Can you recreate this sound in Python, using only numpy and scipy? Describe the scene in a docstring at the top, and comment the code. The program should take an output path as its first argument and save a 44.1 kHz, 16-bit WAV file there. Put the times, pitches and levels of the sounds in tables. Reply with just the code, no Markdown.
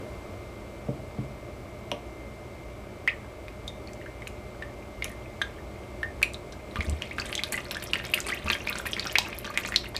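"""A refrigerator hums in a kitchen throughout: coloured noise for the fan, wavering tones for the compressor
and the mains. First come dull knocks on plastic, filtered mode rings, as hands move and the first oil lands in
a tub. The smooth stream is almost silent but for single bubbles, short sines that glide, and dry noise snaps.
Then the bottle tips further: it gulps air with swelling low notes, and gush upon gush of oil spatters in grains
and noise, slaps, chirps and ticks to the end. Tub resonances and a room tail ring along."""
import sys
import numpy as np
from scipy import signal
from scipy.fft import rfft, irfft
from scipy.io import wavfile

SR = 44100
rng = np.random.default_rng(int(sys.argv[2]) if len(sys.argv) > 2 else 0)


def put_to_file(sound):
    """Save the sound as 16-bit audio at rate SR, in the file named by the first command-line argument."""
    columns = np.atleast_2d(sound).T  # one column per channel
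    safe = np.clip(columns, -1, 1)
    whole_steps = np.round(safe * 32767)
    wavfile.write(sys.argv[1], SR, whole_steps.astype(np.int16))


N = 440559
EDGE_HZ = 15300  # upper band limit of the whole sound


def amp(db):
    """Decibels to gain."""
    return 10 ** (np.asarray(db) / 20)


def evened(x):
    """Scales to rms 1."""
    return x / np.sqrt(np.mean(x ** 2) + 1e-20)


def read(points, hz):
    """Reads a table on a log-frequency axis."""
    f, value = np.transpose(points)
    return np.interp(np.log(hz + 1), np.log(f + 1), value)


def add(mix, s, sound):
    """Adds a sound into the mix at time s, in place."""
    part = mix[max(round(s * SR), 0):][:len(sound)]
    part += sound[:len(part)]


def drift(hz):
    """A random curve of rms 1 that takes a new value hz times a second."""
    knots = rng.standard_normal(400)
    return evened(np.interp(np.arange(N) / SR * hz, np.arange(len(knots)), knots))


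def band_noise(low_hz, high_hz):
    """Noise with gentle edges; rms 1."""
    noise = rng.standard_normal(N)
    return evened(signal.lfilter(*signal.butter(1, [low_hz, high_hz], "band", fs=SR), noise))


def wall_rattle(length, top_hz):
    """Dull noise of a shaking plastic wall; rms 1."""
    noise = rng.standard_normal(length)
    return evened(signal.lfilter(*signal.butter(2, top_hz, fs=SR), noise))


# colour of the steady fan rush: (frequency [Hz], relative level [dB])
RUSH_COLOUR = [(15, -45), (25, -17), (49, -2), (90, -2), (125, -7), (146, -12), (191, -17), (344, -6.5),
               (515, -12), (573, -7.5), (811, -17), (1960, -27.5), (2130, -25), (3350, -31), (15000, -45.5)]
# resonances that stand out of the rush: (frequency [Hz], width [Hz], boost [dB])
RUSH_RESONANCES = [(204, 35.4, 12), (329, 12, 0.5), (613.6, 18, 6), (1192, 205, 5), (7860, 240, 6)]
# slow swell of the rush: (time [s], level [dB])
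RUSH_SWELL = [(0, 1), (.6, -0.5), (1.5, -1), (3, -1.5), (6, -0.5), (10, -1.5)]
# hum and whine of the compressor, with a mains hum near 120 Hz: (centre frequency [Hz], mid rms level [dB])
FRIDGE_TONES = [(58.5, -52.5), (119.8, -54), (360.7, -58.5), (583, -59), (2098, -58.5), (2157, -69.5),
                (2272, -66), (2331, -67)]
RUSH_DB = -41  # rms level before the swell


def refrigerator(waver_hz=0.782, waver_db=1.5):
    """Fan rush with a few resonances, under compressor and mains tones that waver in pitch and level."""
    t, hz = np.arange(N) / SR, np.fft.rfftfreq(N, 1 / SR)
    colour_db = read(RUSH_COLOUR, hz)
    for f, width, db in RUSH_RESONANCES:
        colour_db = colour_db + db / (1 + (2 * (hz - f) / width) ** 2)
    rush = evened(irfft(rfft(rng.standard_normal(N)) * amp(colour_db), N))
    swell_db = np.interp(t, *np.transpose(RUSH_SWELL))
    hum = np.zeros(N)
    for f, db in FRIDGE_TONES:
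        level = amp(db + waver_db * drift(5.4)) * np.sqrt(2)  # rms to peak
        pitch = f + waver_hz * drift(8)
        hum += level * np.sin(2 * np.pi * np.cumsum(pitch) / SR)
    return amp(RUSH_DB + swell_db) * rush + hum


# how long the kitchen takes to fade by 60 dB: (frequency [Hz], time [s])
ROOM_T60 = [(100, 0.85), (500, 0.51), (2000, 0.25), (4500, 0.23), (8000, 0.29), (15000, 0.088)]
ROOM_DB, NEAR_DB, NEAR_T60_S = -13, -8, 0.045


def tail(near_s=0.00207, far_s=0.011):
    """Quick scatter off the things on the counter, then the decay of the kitchen, per frequency."""
    t = np.arange(SR // 2) / SR
    near, far = rng.standard_normal((2, len(t)))
    near = near * (t > near_s) * 1000. ** (-t / NEAR_T60_S)
    hz, when, z = signal.stft(far, SR, nperseg=256)
    fading = z * 1000. ** (-when / read(ROOM_T60, hz)[:, None])
    far = signal.istft(fading, SR, nperseg=256)[1][:len(t)] * (t > far_s)
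    return amp(NEAR_DB) * near / np.linalg.norm(near) + amp(ROOM_DB) * far / np.linalg.norm(far)


def room(x, count=3):
    """Pops happen all over the pool, so they fade in turn among a few paths, at constant power."""
    turn = 2 * np.pi * np.arange(N) / SR
    wet = np.zeros(N)
    for k in range(count):
        share = np.sqrt(2 / count) * np.cos(turn + np.pi * k / count)
        wet += signal.oaconvolve(x * share, tail())[:N]
    return x + wet


# air resonances of the tub: (frequency [Hz], width [Hz], level [dB])
TUB_RESONANCES = [(1224, 34, 2), (1632, 19, 1), (1840, 15, 0), (2570, 58, -6), (2920, 64, -12),
                  (2860, 83, -23), (3226, 88, -9), (13700, 520, -16)]
# echoes from the tub wall, the counter and things on it: (delay [ms], gain [linear, signed])
CLOSE_ECHOES = [(3.4, -0.057), (5.1, 0.11)]


def tub(x):
    """The air in the tub rings after each pop, and close surfaces throw it back."""
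    t = np.arange(SR // 8) / SR
    response = np.zeros(len(t))
    for hz, width, db in TUB_RESONANCES:
        gain = amp(db) * 2 * np.pi * width / SR  # narrow modes ring longer, so start softer
        response += gain * np.exp(-np.pi * width * t) * np.sin(2 * np.pi * hz * t)
    response[0] += 1  # direct sound
    for ms, gain in CLOSE_ECHOES:
        add(response, ms / 1000, np.array([gain]))
    return signal.oaconvolve(x, response)[:N]


# dull knocks on plastic, from the hands and from the first oil to land:
# (time [s], level [dB], frequency around which the blow is strongest [Hz])
KNOCKS = [(.885, -27, 230), (1.185, -26, 140), (1.917, -32.5, 480)]
# what the plastic rings with: (frequency [Hz], relative level [dB], decay time [ms])
PLASTIC_MODES = [(129.4, 3.5, 24.4), (209.7, -5, 32), (294, -3.5, 27), (383, 0, 6.7), (470, -1, 18),
                 (582, -0.5, 17), (700, 8, 7.6), (940, 0.5, 8), (1150, 6, 11)]


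def knocks(swell_cycles=0.28, rattle_db=-8, rattle_ms=16, rattle_hz=900, blow_octaves=0.96):
    """A blow rings and rattles the plastic; each knock reaches the modes around its own frequency."""
    out, t = np.zeros(N), np.arange(SR // 4) / SR
    for s, db, centre_hz in KNOCKS:
        ring = np.zeros(len(t))
        for hz, level, ms in PLASTIC_MODES:
            envelope = (1 - np.exp(-t * hz / swell_cycles)) * np.exp(-t * 1000 / ms)
            ring += amp(level) * envelope * np.sin(2 * np.pi * (hz * t + rng.random()))
        rattle = wall_rattle(len(t), rattle_hz) * np.exp(-t * 1000 / rattle_ms)
        blow = ring + amp(rattle_db) * rattle
        edges = [centre_hz / 2 ** blow_octaves, centre_hz * 2 ** blow_octaves]
        add(out, s, amp(db) * signal.lfilter(*signal.butter(2, edges, "band", fs=SR), blow))
    return out


# air gulped into the bottle: (time [s], level [dB], swell time [ms])
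GULPS = [(6.783, -23.5, 5.5), (6.865, -23, 22), (6.92, -25, 5.2), (8.437, -28, 12)]
GULP_HZ, GULP_DECAY_MS = 75.5, 29.5
GULP_OVERTONE_HZ, GULP_OVERTONE_DB = 211.5, -13.5


def gulps(rattle_db=-12, rattle_hz=260):
    """The bottle booms as it takes in air: a low note and one overtone swell and die, its wall rattles."""
    out, t = np.zeros(N), np.arange(SR // 3) / SR
    for s, db, swell_ms in GULPS:
        envelope = (1 - np.exp(-(t * 1000 / swell_ms) ** 2)) * np.exp(-t * 1000 / GULP_DECAY_MS)
        note = np.sin(2 * np.pi * GULP_HZ * t)
        overtone = amp(GULP_OVERTONE_DB) * np.sin(2 * np.pi * GULP_OVERTONE_HZ * t)
        rattle = amp(rattle_db) * wall_rattle(len(t), rattle_hz)
        add(out, s, amp(db) * envelope / envelope.max() * (note + overtone + rattle))
    return out


def snap(hz, decay_ms, octaves=0.46, size=1024):
    """A click and a burst of noise that dies at once, coloured by one broad resonance; peak 1."""
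    burst = rng.standard_normal(size) * np.exp(-np.arange(size) / SR * 1000 / decay_ms)
    burst[0] = 4  # the click
    edges = np.minimum([hz / 2 ** octaves, hz * 2 ** octaves], [SR / 4, EDGE_HZ])
    burst = signal.lfilter(*signal.butter(2, edges, "band", fs=SR), burst)
    return burst / abs(burst).max()


# the loudest snaps of oil film and bottle plastic:
# (time [s], peak level [dB], centre frequency [Hz], decay time of the burst [ms])
SNAPS = [ (3.678, -29.5, 8000, .6), (3.9341, -33, 6000, .6), (4.2713, -24, 2030, 1.4),
         (4.276, -29.5, 8000, 1.8), (5.0437, -22, 2600, 3.1), (5.044, -17.5, 8540, 1.1),
         (6.2284, -14.5, 9200, 0.89), (6.3355, -26.5, 6140, .86), (6.523, -35, 4400, 7.6),
         (6.897, -22, 6860, .81), (7.353, -12, 4800, 0.52), (7.5224, -19.5, 9300, 6.8),
         (7.7105, -17, 3600, 0.5), (7.8243, -22.5, 2540, 1.1), (7.839, -21.5, 10000, 1.7),
         (8.1432, -12, 10600, 1.1), (8.2037, -15.5, 6560, .67), (8.6988, -19, 12500, .69),
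         (8.7855, -19.5, 7260, 0.92), (8.8705, -19.5, 11000, 1), (9.1851, -1.5, 3900, 0.046),
         (9.1852, -14, 12700, .35), (9.387, -20, 12600, 0.92), (9.5749, -15.5, 6500, 0.27)]


def snaps():
    """Single sharp ticks without a pitch: film or plastic snaps as a brief noise burst."""
    out = np.zeros(N)
    for s, db, hz, decay_ms in SNAPS:
        add(out, s, amp(db) * snap(hz, decay_ms))
    return out


def ping(hz, decay_ms, rise, open_ms=0.071, shape=1.46, hurry_ms=7, runaway_s=0.057, size=2600):
    """A bursting bubble: its cavity rings, its pitch glides ever faster, soonest if short-lived; peak near 1."""
    t = np.arange(size) / SR
    hurry = max(1, hurry_ms / decay_ms)
    octaves = rise * t * (1 + t / runaway_s) * hurry  # a positive rise climbs as the hole widens
    pitch = np.minimum(hz * 2 ** np.minimum(octaves, 2), SR / 2)
    envelope = (1 - np.exp(-t * 1000 / open_ms)) * np.exp(-(t * 1000 / decay_ms) ** shape)
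    return envelope / envelope.max() * np.sin(2 * np.pi * np.cumsum(pitch) / SR)


def patter(per_s, centre_hz, octaves, cycles, spread_db, fizzy=False, count=40):
    """Small bubbles of random size burst at random moments, each with a note or a fizz; rms 1."""
    out = np.zeros(N)
    for pitch, length, rise in rng.standard_normal((count, 3)):
        hz = min(centre_hz * 2 ** (octaves * pitch), EDGE_HZ)
        decay_ms = 1000 * cycles * 2 ** (.5 * length) / hz
        grain = snap(hz, decay_ms, octaves=.2) if fizzy else ping(hz, decay_ms, 24 * abs(rise))
        for place, chance in rng.random((rng.poisson(per_s * N / SR / count), 2)):
            boost_db = -spread_db * np.log(max(chance, .04))  # few loud, many soft
            add(out, place * N / SR, amp(boost_db) * grain)
    return evened(out)


# spatter between gushes, silent before the first point: (time [s], level [dB])
CHURN = [(6.7, -54.5), (7.2, -55), (8.5, -47.5), (9.7, -50.5), (9.85, -71)]
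# gushes that land in the pool, in quick succession once the bottle gulps: (time [s], level [dB])
GUSHES = [ (5.05, -44.5), (6.758, -45), (6.807, -45.5), (7.016, -47), (7.183, -37.5), (7.25, -41),
          (7.295, -42.5), (7.435, -46.5), (7.524, -33.5), (7.575, -44), (7.711, -42), (7.823, -46.5),
          (7.94, -38), (8.041, -40.5), (8.149, -38), (8.262, -36), (8.285, -36.5), (8.461, -35),
          (8.5, -32.5), (8.669, -37.5), (8.754, -35), (8.855, -35.5), (8.975, -37.5), (9.053, -33.5),
          (9.176, -39.5), (9.258, -47.5), (9.445, -38), (9.54, -42), (9.577, -41), (9.65, -36.5),
          (9.726, -44.5), (9.837, -42.5), (9.946, -40.5)]
SPLASH_S, SPLASH_RISE_S = 0.018, 0.0013  # how long a gush spatters, how fast it lands
TRICKLE_DB, TRICKLE_PER_S = -65.5, 8
# levels relative to the force of the gushes and churn
SPATTER_DB, SPATTER_PER_S, SPRAY_DB, SPRAY_PER_S, SLOSH_DB = -3, 500, -10.5, 220, -7
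CHIRP_DB, CHIRP_PER_S, HOLLOW_DB, HOLLOW_HZ, HOLLOW_WIDTH_HZ = -2, 110, -12.5, 213, 20


def stream(slosh_low_hz=60, slosh_high_hz=520):
    """Sparse tiny bubbles as the oil runs; each gush throws spatter and spray and sloshes the pool."""
    t = np.arange(N) / SR
    age = t[:SR // 3]
    gush = (1 - np.exp(-age / SPLASH_RISE_S)) * np.exp(-age / SPLASH_S)
    force = amp(np.interp(t, *np.transpose(CHURN), left=-120))
    for s, db in GUSHES:
        add(force, s, amp(db) * gush / gush.max())
    spatter = amp(SPATTER_DB) * patter(SPATTER_PER_S, 2466, 0.62, 3.0, 4.0, count=60)
    chirps = amp(CHIRP_DB) * patter(CHIRP_PER_S, 2917, 0.452, 7.4, 6.2)
    spray = amp(SPRAY_DB) * patter(SPRAY_PER_S, 8200, 0.61, 3.4, 7.6, fizzy=True)
    slosh = amp(SLOSH_DB) * band_noise(slosh_low_hz, slosh_high_hz)
    half_width = HOLLOW_WIDTH_HZ / 2
    hollow = amp(HOLLOW_DB) * band_noise(HOLLOW_HZ - half_width, HOLLOW_HZ + half_width)  # the bottle's air hums with each gush
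    running = np.interp(t, [2.7, 3.5], [0, 1])  # fades in over these seconds
    trickle = running * amp(TRICKLE_DB) * patter(TRICKLE_PER_S, 2240, 0.416, 5, 3.4)
    return force * (spatter + chirps + spray + slosh + hollow) + trickle


def brood(number, count=4):
    """Chance for what a gush throws off: presence 0-1, three normal deviations, a delay 0-1 for each."""
    presence = np.clip(number - np.arange(count), 0, 1)
    deviations = np.clip(rng.standard_normal((count, 3)), -2, 2)
    return zip(presence, deviations, rng.random(count))


# levels below are relative to the gush
LANDING_DB, LANDING_HZ, LANDING_MS = 9, 1320, 2.4  # the slap with which a gush lands
TRAPPED_PER_GUSH, TRAPPED_DB = 2, 9  # bubbles that a gush drags under
# pitch, its spread, decay time, base glide in octaves per s (short-lived bubbles hurry it)
TRAPPED_HZ, TRAPPED_OCTAVES, TRAPPED_MS, TRAPPED_RISE = 1964, .42, 3.2, 16
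SURFACING_S = .06  # they come up and burst within this time
# droplets that a gush flings up, back within the flight time
DROPS_PER_GUSH, DROPS_DB, DROPS_HZ, DROPS_OCTAVES, DROPS_MS, FLIGHT_S = 3, 8.5, 5870, 0.83, .4, 0.091
BROOD_SPREAD_DB = 1.5  # level spread of bubbles and droplets alike


def aftermath(tick_octaves=0.37):
    """Each gush slaps, drags bubbles under that surface and chirp, and flings droplets that tick back down."""
    out = np.zeros(N)
    for s, db in GUSHES:
        add(out, s, amp(db + LANDING_DB) * snap(LANDING_HZ, LANDING_MS, octaves=0.88))
        for share, (pitch, length, size), delay in brood(TRAPPED_PER_GUSH):
            hz = TRAPPED_HZ * 2 ** (TRAPPED_OCTAVES * pitch)
            chirp = ping(hz, TRAPPED_MS * 2 ** (.5 * length), TRAPPED_RISE)
            level = share * amp(db + TRAPPED_DB + BROOD_SPREAD_DB * size)
            add(out, s + SURFACING_S * delay, level * chirp)
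        for share, (pitch, length, size), delay in brood(DROPS_PER_GUSH):
            hz = min(DROPS_HZ * 2 ** (DROPS_OCTAVES * pitch), EDGE_HZ)
            tick = snap(hz, DROPS_MS * 2 ** (.5 * length), tick_octaves)
            level = share * amp(db + DROPS_DB + BROOD_SPREAD_DB * size)
            add(out, s + FLIGHT_S * delay, level * tick)
    return out


# the loudest bubbles that burst and ring: (time [s], level of the note [dB], starting pitch [Hz],
# decay time [ms], base glide [octaves/s], which short-lived bubbles hurry)
BUBBLES = [ (1.9163, -12.5, 3070, 0.72, -1), (3.0762, -12.5, 1883, 9.7, 30.5),
           (3.4825, -28, 2190, 0.96, 16), (3.679, -24.5, 3605, 3.6, 4), (3.873, -39.5, 4400, 5.9, 3),
           (4.061, -35, 1520, 6.3, 36), (4.2205, -32.5, 2040, 5.1, 11), (4.6236, -26, 1860, 4.4, -9),
           (5.023, -19.5, 2155, 4.1, -1), (5.416, -14.5, 1710, 2.5, -8), (5.4192, -15.5, 3440, 0.89, 0),
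           (6.031, -19, 1740, 5.6, 7), (6.2178, -24, 1640, 0.96, 5), (6.2291, -7, 2590, 3.1, -20),
           (6.3441, -25, 3840, 1.4, 0), (6.7583, -18.5, 1650, 1.1, 10), (6.767, -30, 1146, 10, 9),
           (6.8068, -18, 2050, 3.5, 23), (7.0214, -15.5, 2780, 0.89, 15), (7.111, -29.5, 2020, 7.6, 35),
           (7.1835, -18.5, 1430, 1.8, 4), (7.1987, -19.5, 4750, 1.7, -11), (7.328, -15, 2600, 0.61, 22),
           (7.3778, -20.5, 3220, 4.6, 13), (7.3916, -23.5, 2000, 6, 41), (7.436, -9, 3830, 0.51, 4),
           (7.5423, -21.5, 1917, 8.2, 11), (7.747, -20, 3620, 0.62, 3), (7.7678, -24.5, 1674, 6.2, 9),
           (7.9341, -8.5, 2740, 1.4, 6), (7.9559, -17.5, 1960, 2.3, 14), (8.1375, -10.5, 2450, 3.5, 42.5),
           (8.1761, -20, 2060, 2.6, 10), (8.3213, -23, 1820, 16, 20.5), (8.482, -21.5, 2550, 5.4, 9),
           (8.501, -12, 2520, 2.1, 12), (8.5312, -16, 3080, 3, 9), (8.7277, -23, 3530, 1.5, 32),
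           (8.9323, -17, 2960, 2.4, 29), (8.9662, -22.5, 2070, 2.6, 13), (8.9958, -13, 3900, 0.99, 35),
           (9.155, -8, 1960, 3.6, 55), (9.1855, -21, 890, 4.3, 3), (9.328, -27.5, 2160, 3.9, 50),
           (9.5749, -9, 2240, 1.5, -9), (9.6497, -22, 1744, 1.2, 10), (9.722, -21.5, 1780, 2.5, 12),
           (9.7419, -20, 1840, 2.8, 39), (9.7606, -3, 3480, 1.3, 58), (9.9653, -12, 4330, 0.59, 1)]


def bubbles(tear_db=-16.5, tear_hz=7500, tear_ms=0.6, wet_db=-8.0, wet_ratio=1.395, wet_limit_ms=3.6):
    """Each bubble starts with the tick of its tearing film; a wet crackle dies along with its note."""
    out = np.zeros(N)
    for s, db, hz, decay_ms, rise in BUBBLES:
        note = ping(hz, decay_ms, rise)
        tear = snap(tear_hz, tear_ms, octaves=0.49)
        crackle = snap(hz * wet_ratio, min(decay_ms, wet_limit_ms), octaves=0.39)
        add(out, s, amp(db) * note)
        add(out, s, amp(db + tear_db) * tear)
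        add(out, s, amp(db + wet_db) * crackle)
    return out


def scene():
    """Oil and bottle in the kitchen; the low gulps hardly stir the room, so they stay dry."""
    oil = tub(bubbles() + snaps() + stream() + aftermath())
    return (room(oil + knocks()) + gulps() + refrigerator())[None]


def record(dry):
    """Full-scale limit, then the band limit."""
    lowpass = signal.firwin(401, EDGE_HZ, window=("kaiser", 9), fs=SR)
    return signal.oaconvolve(np.clip(dry, -1, 1), lowpass[None], "same")


dry = scene()
out = record(dry)
put_to_file(out)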